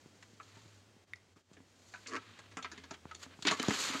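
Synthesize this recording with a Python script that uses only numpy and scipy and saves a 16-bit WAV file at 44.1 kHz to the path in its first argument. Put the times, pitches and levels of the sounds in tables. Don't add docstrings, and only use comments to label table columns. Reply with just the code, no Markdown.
import sys
import numpy as np
from scipy import signal
from scipy.fft import rfft, irfft
from scipy.io import wavfile
from scipy.ndimage import uniform_filter1d

SR = 44100
rng = np.random.default_rng(int(sys.argv[2]) if len(sys.argv) > 2 else 0)


def put_to_file(sound):
    columns = np.atleast_2d(sound).T
    safe = np.clip(columns, -1, 1)
    whole_steps = np.round(safe * 32767)
    wavfile.write(sys.argv[1], SR, whole_steps.astype(np.int16))


N = 176400

# (frequency [Hz], density [dB])
AIR_SPECTRUM = [(25, -51), (61, -5.5), (107, -12.5), (228, -5), (571, -11.5), (856, -15), (1090, -16.5),
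                (2080, -17), (3210, -20), (15800, -21.5)]
# (time [s], level [dB])
AIR_LEVELS = [(0, -63.5), (1.04, -65.5), (1.06, -78), (1.08, -66.5), (1.33, -68), (1.35, -77), (1.37, -64),
              (1.41, -69), (1.43, -80), (1.48, -75), (1.5, -68), (1.72, -66), (1.85, -64.5), (4, -61)]
WHISTLE_HZ, WHISTLE_START_DB = 3210, -80
# (time [s], pitch [Hz], level [dB])
HUM_TRACK = [(0, 98.2, -74.5), (.3, 101.1, -70), (.7, 105, -63.5), (.95, 103, -68.5), (1.05, 95, -79),
             (1.15, 91.7, -67), (1.35, 93.2, -75.5), (1.44, 91.7, -86), (1.55, 97.3, -72),
             (1.85, 95, -74.5), (2.2, 104.3, -68.5), (2.5, 100.9, -67.5), (2.75, 86.5, -68.5),
             (3.0, 79.7, -68), (3.25, 87, -69), (3.4, 90.1, -70), (4, 86.9, -72.5)]
HUM_OCTAVE_DB, HUM_WAVER_DB, HUM_WAVER_HZ = -19, 3, 4

# (time [s], level [dB], pitch [Hz], hard edge [dB], after-ring [dB])
TABLE_BUMPS = [(0.06, -37.5, 163, -17, -33), (0.333, -45, 200, -18, -16), (0.658, -41, 125, -17, -30),
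               (0.966, -47.5, 203, -21, -13.5), (1.515, -41.5, 192, -14, -23),
               (1.604, -44.5, 268, -10, -10.5), (3.055, -30.5, 199.3, -5, -35), (3.264, -42.5, 266, -1, -9),
               (3.391, -37.5, 128, -4, -36), (3.6852, -10.5, 208, -17, -20), (3.9, -55, 267, -14, 15.5),
               (3.949, -49.5, 274, -19.5, 15)]
BUMP_WIDTH_CYCLES, BUMP_RING_T60_S, BUMP_EDGE_HZ = 0.23, 0.12, 910

# (frequency [Hz], level [dB], T60 [s])
SHELL_MODES = [(203, 8, 0.036), (261, 9.5, 0.093), (319, 15, 0.028), (429.4, 8, 0.09), (643, 3.5, 0.027),
               (947, -1.5, 0.047), (1272, 10, 0.009), (1647, 5, 0.021), (2050, 16.5, 0.0042),
               (2550, 19.5, 0.0027), (3640, 22, .006), (4330, 20, .006), (4900, 27, 0.00099),
               (6530, 25, 0.0018), (7150, 17, 0.006), (10200, 13, 0.0057)]
GRIP_DETUNE, TREBLE_MAX_T60_S = 0.05, 0.005
COLOUR_WIDTH_OCT, COLOUR_FLOOR_DB = 0.65, -10.5
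PANEL_DB, PANEL_T60_S = 9, 0.05
# (time [s], level [dB], colour centre [Hz], bass [dB], treble [dB], chatter T60 [s])
SHELL_TAPS = [(0.226, -44, 1980, -33, -2, 0.054), (0.4, -38.5, 1266, -19.5, -48, 0.071),
              (0.429, -51.5, 4300, -14, 12, 0.14), (0.565, -47.5, 910, -7.5, -35, 0.06),
              (1.158, -52, 2150, -25, 13, 0.069), (1.361, -51, 1220, -3, -15, 0.08),
              (1.533, -51, 1160, 0, 8, 0.067), (1.568, -49, 1654, -2, -31, 0.086),
              (1.938, -37.5, 1516, -37, -17, 0.12), (2.061, -40, 2090, -14, -34, 0.14),
              (2.071, -35.5, 4470, -20, 11.5, 0.14), (2.163, -29.5, 1320, -17.5, -13, 0.051),
              (2.39, -41.5, 1647, -14, -3, 0.063), (2.514, -48, 1647, -15, -6, 0.18),
              (2.57, -30.5, 1320, -15, -10, 0.11), (2.626, -36, 4330, -10, 0.5, 0.1),
              (2.646, -29.5, 1326, -19.5, -19, 0.075), (2.716, -37, 1687, -8.5, -2.5, 0.11),
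              (2.778, -38.5, 2100, -8, -8, 0.079), (2.838, -41.5, 1637, -13, -7, 0.08),
              (2.909, -32.5, 958, -13.5, -8.5, 0.089), (3.112, -36.5, 1273, -48, -9, 0.063),
              (3.148, -36.5, 4380, -12, 5, 0.075), (3.424, -31, 4330, -19, -2, 0.051),
              (3.452, -23, 2290, -5, -18, 0.037), (3.4705, -17, 3240, -11.5, -2, 0.048),
              (3.482, -16.5, 2630, -13, -5.5, 0.073), (3.511, -19.5, 1130, -8.5, -9, 0.11),
              (3.5975, -21.5, 3040, -2.5, -3, 0.043), (3.633, -29, 1130, -13, -30, 0.046),
              (3.683, -24, 1000, -2, 1, 0.069), (3.707, -23, 1200, -4, -12, 0.028),
              (3.946, -29.5, 1272, -28, -15, 0.086)]
CHATTER_PER_S, CHATTER_RISE_S, TREBLE_T60_RATIO = 1800, 0.0012, 0.87
FIRST_CLICK_DB, TAP_CREST_DB = 2.5, 10

# (time [s], body level [dB], treble re body [dB])
RUB_LEVELS = [(0.4, -82, 10), (0.47, -67.5, -1), (0.62, -67.5, 1.5), (0.8, -76, 5), (0.95, -94, 2),
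              (1.75, -83, 8.5), (1.899, -73, 10.5), (2.0, -68.5, 3.5), (2.2, -61.5, -9.5),
              (2.451, -64, -11), (2.55, -76, -20), (2.749, -61, -30), (2.88, -70.5, -17),
              (2.948, -54.5, -8), (3.0, -94, -29), (3.059, -73, -14), (3.1, -62, -19), (3.181, -77, 7),
              (3.235, -51, 0.5), (3.27, -69, -4), (3.34, -62, -34), (3.369, -78, 5), (3.44, -65, 6),
              (3.475, -31.5, -16), (3.559, -50.5, -2), (3.66, -44.5, -5), (3.719, -40.5, -2),
              (3.81, -42.5, 4.5), (3.87, -42.5, 2), (3.93, -42, -3), (4, -45, 1)]
# (frequency [Hz], density [dB])
RUB_SPECTRUM = [(60, -12), (200, -2.5), (400, -1), (700, -6.5), (1100, 3), (4400, -0.5), (5400, -9.5),
                (6900, -3), (9000, -13), (12500, -9), (15800, -25)]
GRIT_PER_S, GRIT_SPREAD_DB, RUB_FLICKER_DB = 11000, 1, 1.65

# (time [s], level [dB], ring [dB], tick [dB])
CATCH_SNAPS = [(1.1347, -31, -1.5, -9.5), (3.629, -19.5, -17, 0)]
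# (frequency [Hz], level [dB], T60 [s])
CATCH_MODES = [(1967, 1.5, 0.032), (2090, 4.5, 0.023), (2150, -6, 0.03), (2660, -20, 0.0068),
               (3650, -8, 0.028), (6060, -23, 0.01), (6950, -16, .012)]

# (time [s], level [dB])
SQUEAK_LEVELS = [(2.085, -52.5), (2.12, -47), (2.15, -36), (2.17, -46), (2.2, -66)]
SLIPS_PER_S, SQUEAK_HZ = 700, 1138

ROOM_T60_S, ROOM_DB, BAND_LIMIT_HZ = 0.27, -17, 15900


def amp(db):
    return 10 ** (np.asarray(db) / 20)


def unit_rms(x):
    return x / np.sqrt(np.mean(x ** 2) + 1e-20)


def butter(x, order, hz, kind):
    return signal.sosfilt(signal.butter(order, hz, kind, fs=SR, output="sos"), x)


def curve(rows, column):
    rows = np.array(rows)
    return np.interp(np.arange(N) / SR, rows[:, 0], rows[:, column])


def coloured(x, spectrum):
    knots_hz, knots_db = np.transpose(spectrum)
    hz = np.fft.rfftfreq(len(x), 1 / SR)
    gain_db = np.interp(np.log(hz + 1), np.log(knots_hz + 1), knots_db)
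    return irfft(rfft(x) * amp(gain_db), len(x))


def modes(rows, t, phase=0):
    return sum(amp(db - 60 * t / t60_s) * np.sin(2 * np.pi * hz * t + phase) for hz, db, t60_s in rows)


def drift():
    return unit_rms(uniform_filter1d(uniform_filter1d(rng.standard_normal(N), 1500), 1500))


def clicks(per_s, size=N):
    hits = rng.random(size) < per_s / SR
    sign = rng.choice([-1., 1.], size)
    return hits * sign * amp(GRIT_SPREAD_DB * np.minimum(rng.exponential(1, size), 4))


def room_air():
    hiss = unit_rms(coloured(rng.standard_normal(N), AIR_SPECTRUM))
    whistle = np.sin(2 * np.pi * WHISTLE_HZ * np.arange(N) / SR)
    return amp(curve(AIR_LEVELS, 1)) * (hiss + amp(WHISTLE_START_DB - AIR_LEVELS[0][1]) * whistle)


def distant_hum():
    pitch_hz = curve(HUM_TRACK, 1) + HUM_WAVER_HZ * drift()
    level_db = curve(HUM_TRACK, 2) + HUM_WAVER_DB * drift()
    phase = 2 * np.pi * np.cumsum(pitch_hz) / SR
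    return np.sqrt(2) * amp(level_db) * (np.sin(phase) + amp(HUM_OCTAVE_DB) * np.sin(2 * phase))


def table_bump(db, hz, edge_db, ring_db):
    t = np.arange(8000) / SR
    push = np.sin(2 * np.pi * hz * t) * np.exp(-(t * hz / BUMP_WIDTH_CYCLES) ** 2)
    ring = modes([(BUMP_EDGE_HZ, edge_db, 0.006), (hz, ring_db, BUMP_RING_T60_S)], t)
    return amp(db) * (push + ring)


def shell_response(centre_hz, bass_db, treble_db):
    t = np.arange(4096) / SR
    bands = np.zeros((2, len(t)))
    for (hz, db, t60_s), shift in zip(SHELL_MODES, rng.uniform(-1, 1, len(SHELL_MODES))):
        high = hz > 3000
        floor = amp(COLOUR_FLOOR_DB + min(treble_db, 0) * high)
        bell = np.exp(-0.5 * (np.log2(hz / centre_hz) / COLOUR_WIDTH_OCT) ** 2)
        weight = amp(bass_db) if hz < 500 else amp(treble_db) if hz > 4800 else floor + bell
        mode = (hz * (1 + GRIP_DETUNE * shift), db, min(t60_s, TREBLE_MAX_T60_S) if high else t60_s)
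        bands[int(high)] += weight * modes([mode], t, phase=np.pi * (shift > 0))
    bands[0] += modes([(centre_hz, PANEL_DB, PANEL_T60_S)], t)
    return bands


def shell_tap(db, centre_hz, bass_db, treble_db, t60_s):
    t = np.arange(9000) / SR
    chatter = clicks(CHATTER_PER_S, len(t)) * np.minimum(t / CHATTER_RISE_S, 1)
    chatter[0] = amp(FIRST_CLICK_DB)
    band_t60_s = t60_s * np.array([[1], [TREBLE_T60_RATIO]])
    drive = chatter * amp(-60 * t / band_t60_s)
    response = shell_response(centre_hz, bass_db, treble_db)
    ring = signal.fftconvolve(drive, response, axes=1).sum(0)[:len(t)]
    onset_rms = np.sqrt(np.mean(ring[:350] ** 2))
    return amp(db - TAP_CREST_DB) * ring / onset_rms


def rubbing():
    grit = rfft(coloured(clicks(GRIT_PER_S), RUB_SPECTRUM))
    hz = np.fft.rfftfreq(N, 1 / SR)
    highpass = 1 / (1 + (4600 / (hz + 1)) ** 8)
    body = unit_rms(irfft(grit * (1 - highpass), N))
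    treble = unit_rms(irfft(grit * highpass, N))
    flicker_db = RUB_FLICKER_DB * unit_rms(uniform_filter1d(rng.standard_normal(N), 400))
    return amp(curve(RUB_LEVELS, 1) + flicker_db) * (body + amp(curve(RUB_LEVELS, 2)) * treble)


def catch_snap(db, ring_db, tick_db, rise_s=0.00072, tick_t60_s=0.0083):
    t = np.arange(4000) / SR
    impact = rng.standard_normal(len(t)) + 5 * (t == 0)
    tick = uniform_filter1d(np.diff(impact, prepend=0), size=3)
    ring = modes(CATCH_MODES, t) * np.minimum(t / rise_s, 1)
    return amp(db) * (amp(ring_db - 7) * ring + amp(tick_db - 60 * t / tick_t60_s) * tick)


def finger_squeak():
    slips = clicks(SLIPS_PER_S)
    response = shell_response(SQUEAK_HZ, bass_db=-1, treble_db=-11).sum(0)
    ring = butter(signal.oaconvolve(slips, response)[:N], 4, 300, "high")
    faded = [(SQUEAK_LEVELS[0][0] - 0.01, -110), *SQUEAK_LEVELS, (SQUEAK_LEVELS[-1][0] + 0.05, -110)]
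    return unit_rms(ring) * amp(curve(faded, 1))


def room_reverb(x):
    t = np.arange(SR // 2) / SR
    reflections = rng.choice([-1., 1.], len(t)) * (rng.random(len(t)) < 0.06)
    tail = reflections * amp(-60 * t / ROOM_T60_S) * (t > 0.004)
    return amp(ROOM_DB) * signal.fftconvolve(x, tail / np.linalg.norm(tail))[:N]


def scene():
    background = room_air() + distant_hum()
    handling = rubbing() + finger_squeak()
    for events, source in ((SHELL_TAPS, shell_tap), (TABLE_BUMPS, table_bump), (CATCH_SNAPS, catch_snap)):
        for time_s, *settings in events:
            sound = source(*settings)
            start = round(time_s * SR)
            handling[start:start + len(sound)] += sound[:N - start]
    handling = butter(handling, 3, 110, "high")
    return (background + handling + room_reverb(handling))[None]


def record(dry):
    x = butter(dry, 2, 60, "high")
    shelved = butter(x, 4, 7900, "low") + amp(-19.5) * x
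    band_limit = signal.firwin(511, BAND_LIMIT_HZ, window=("kaiser", 9), fs=SR)
    return signal.oaconvolve(shelved, band_limit[None], "same")


dry = scene()
out = record(dry)
put_to_file(out)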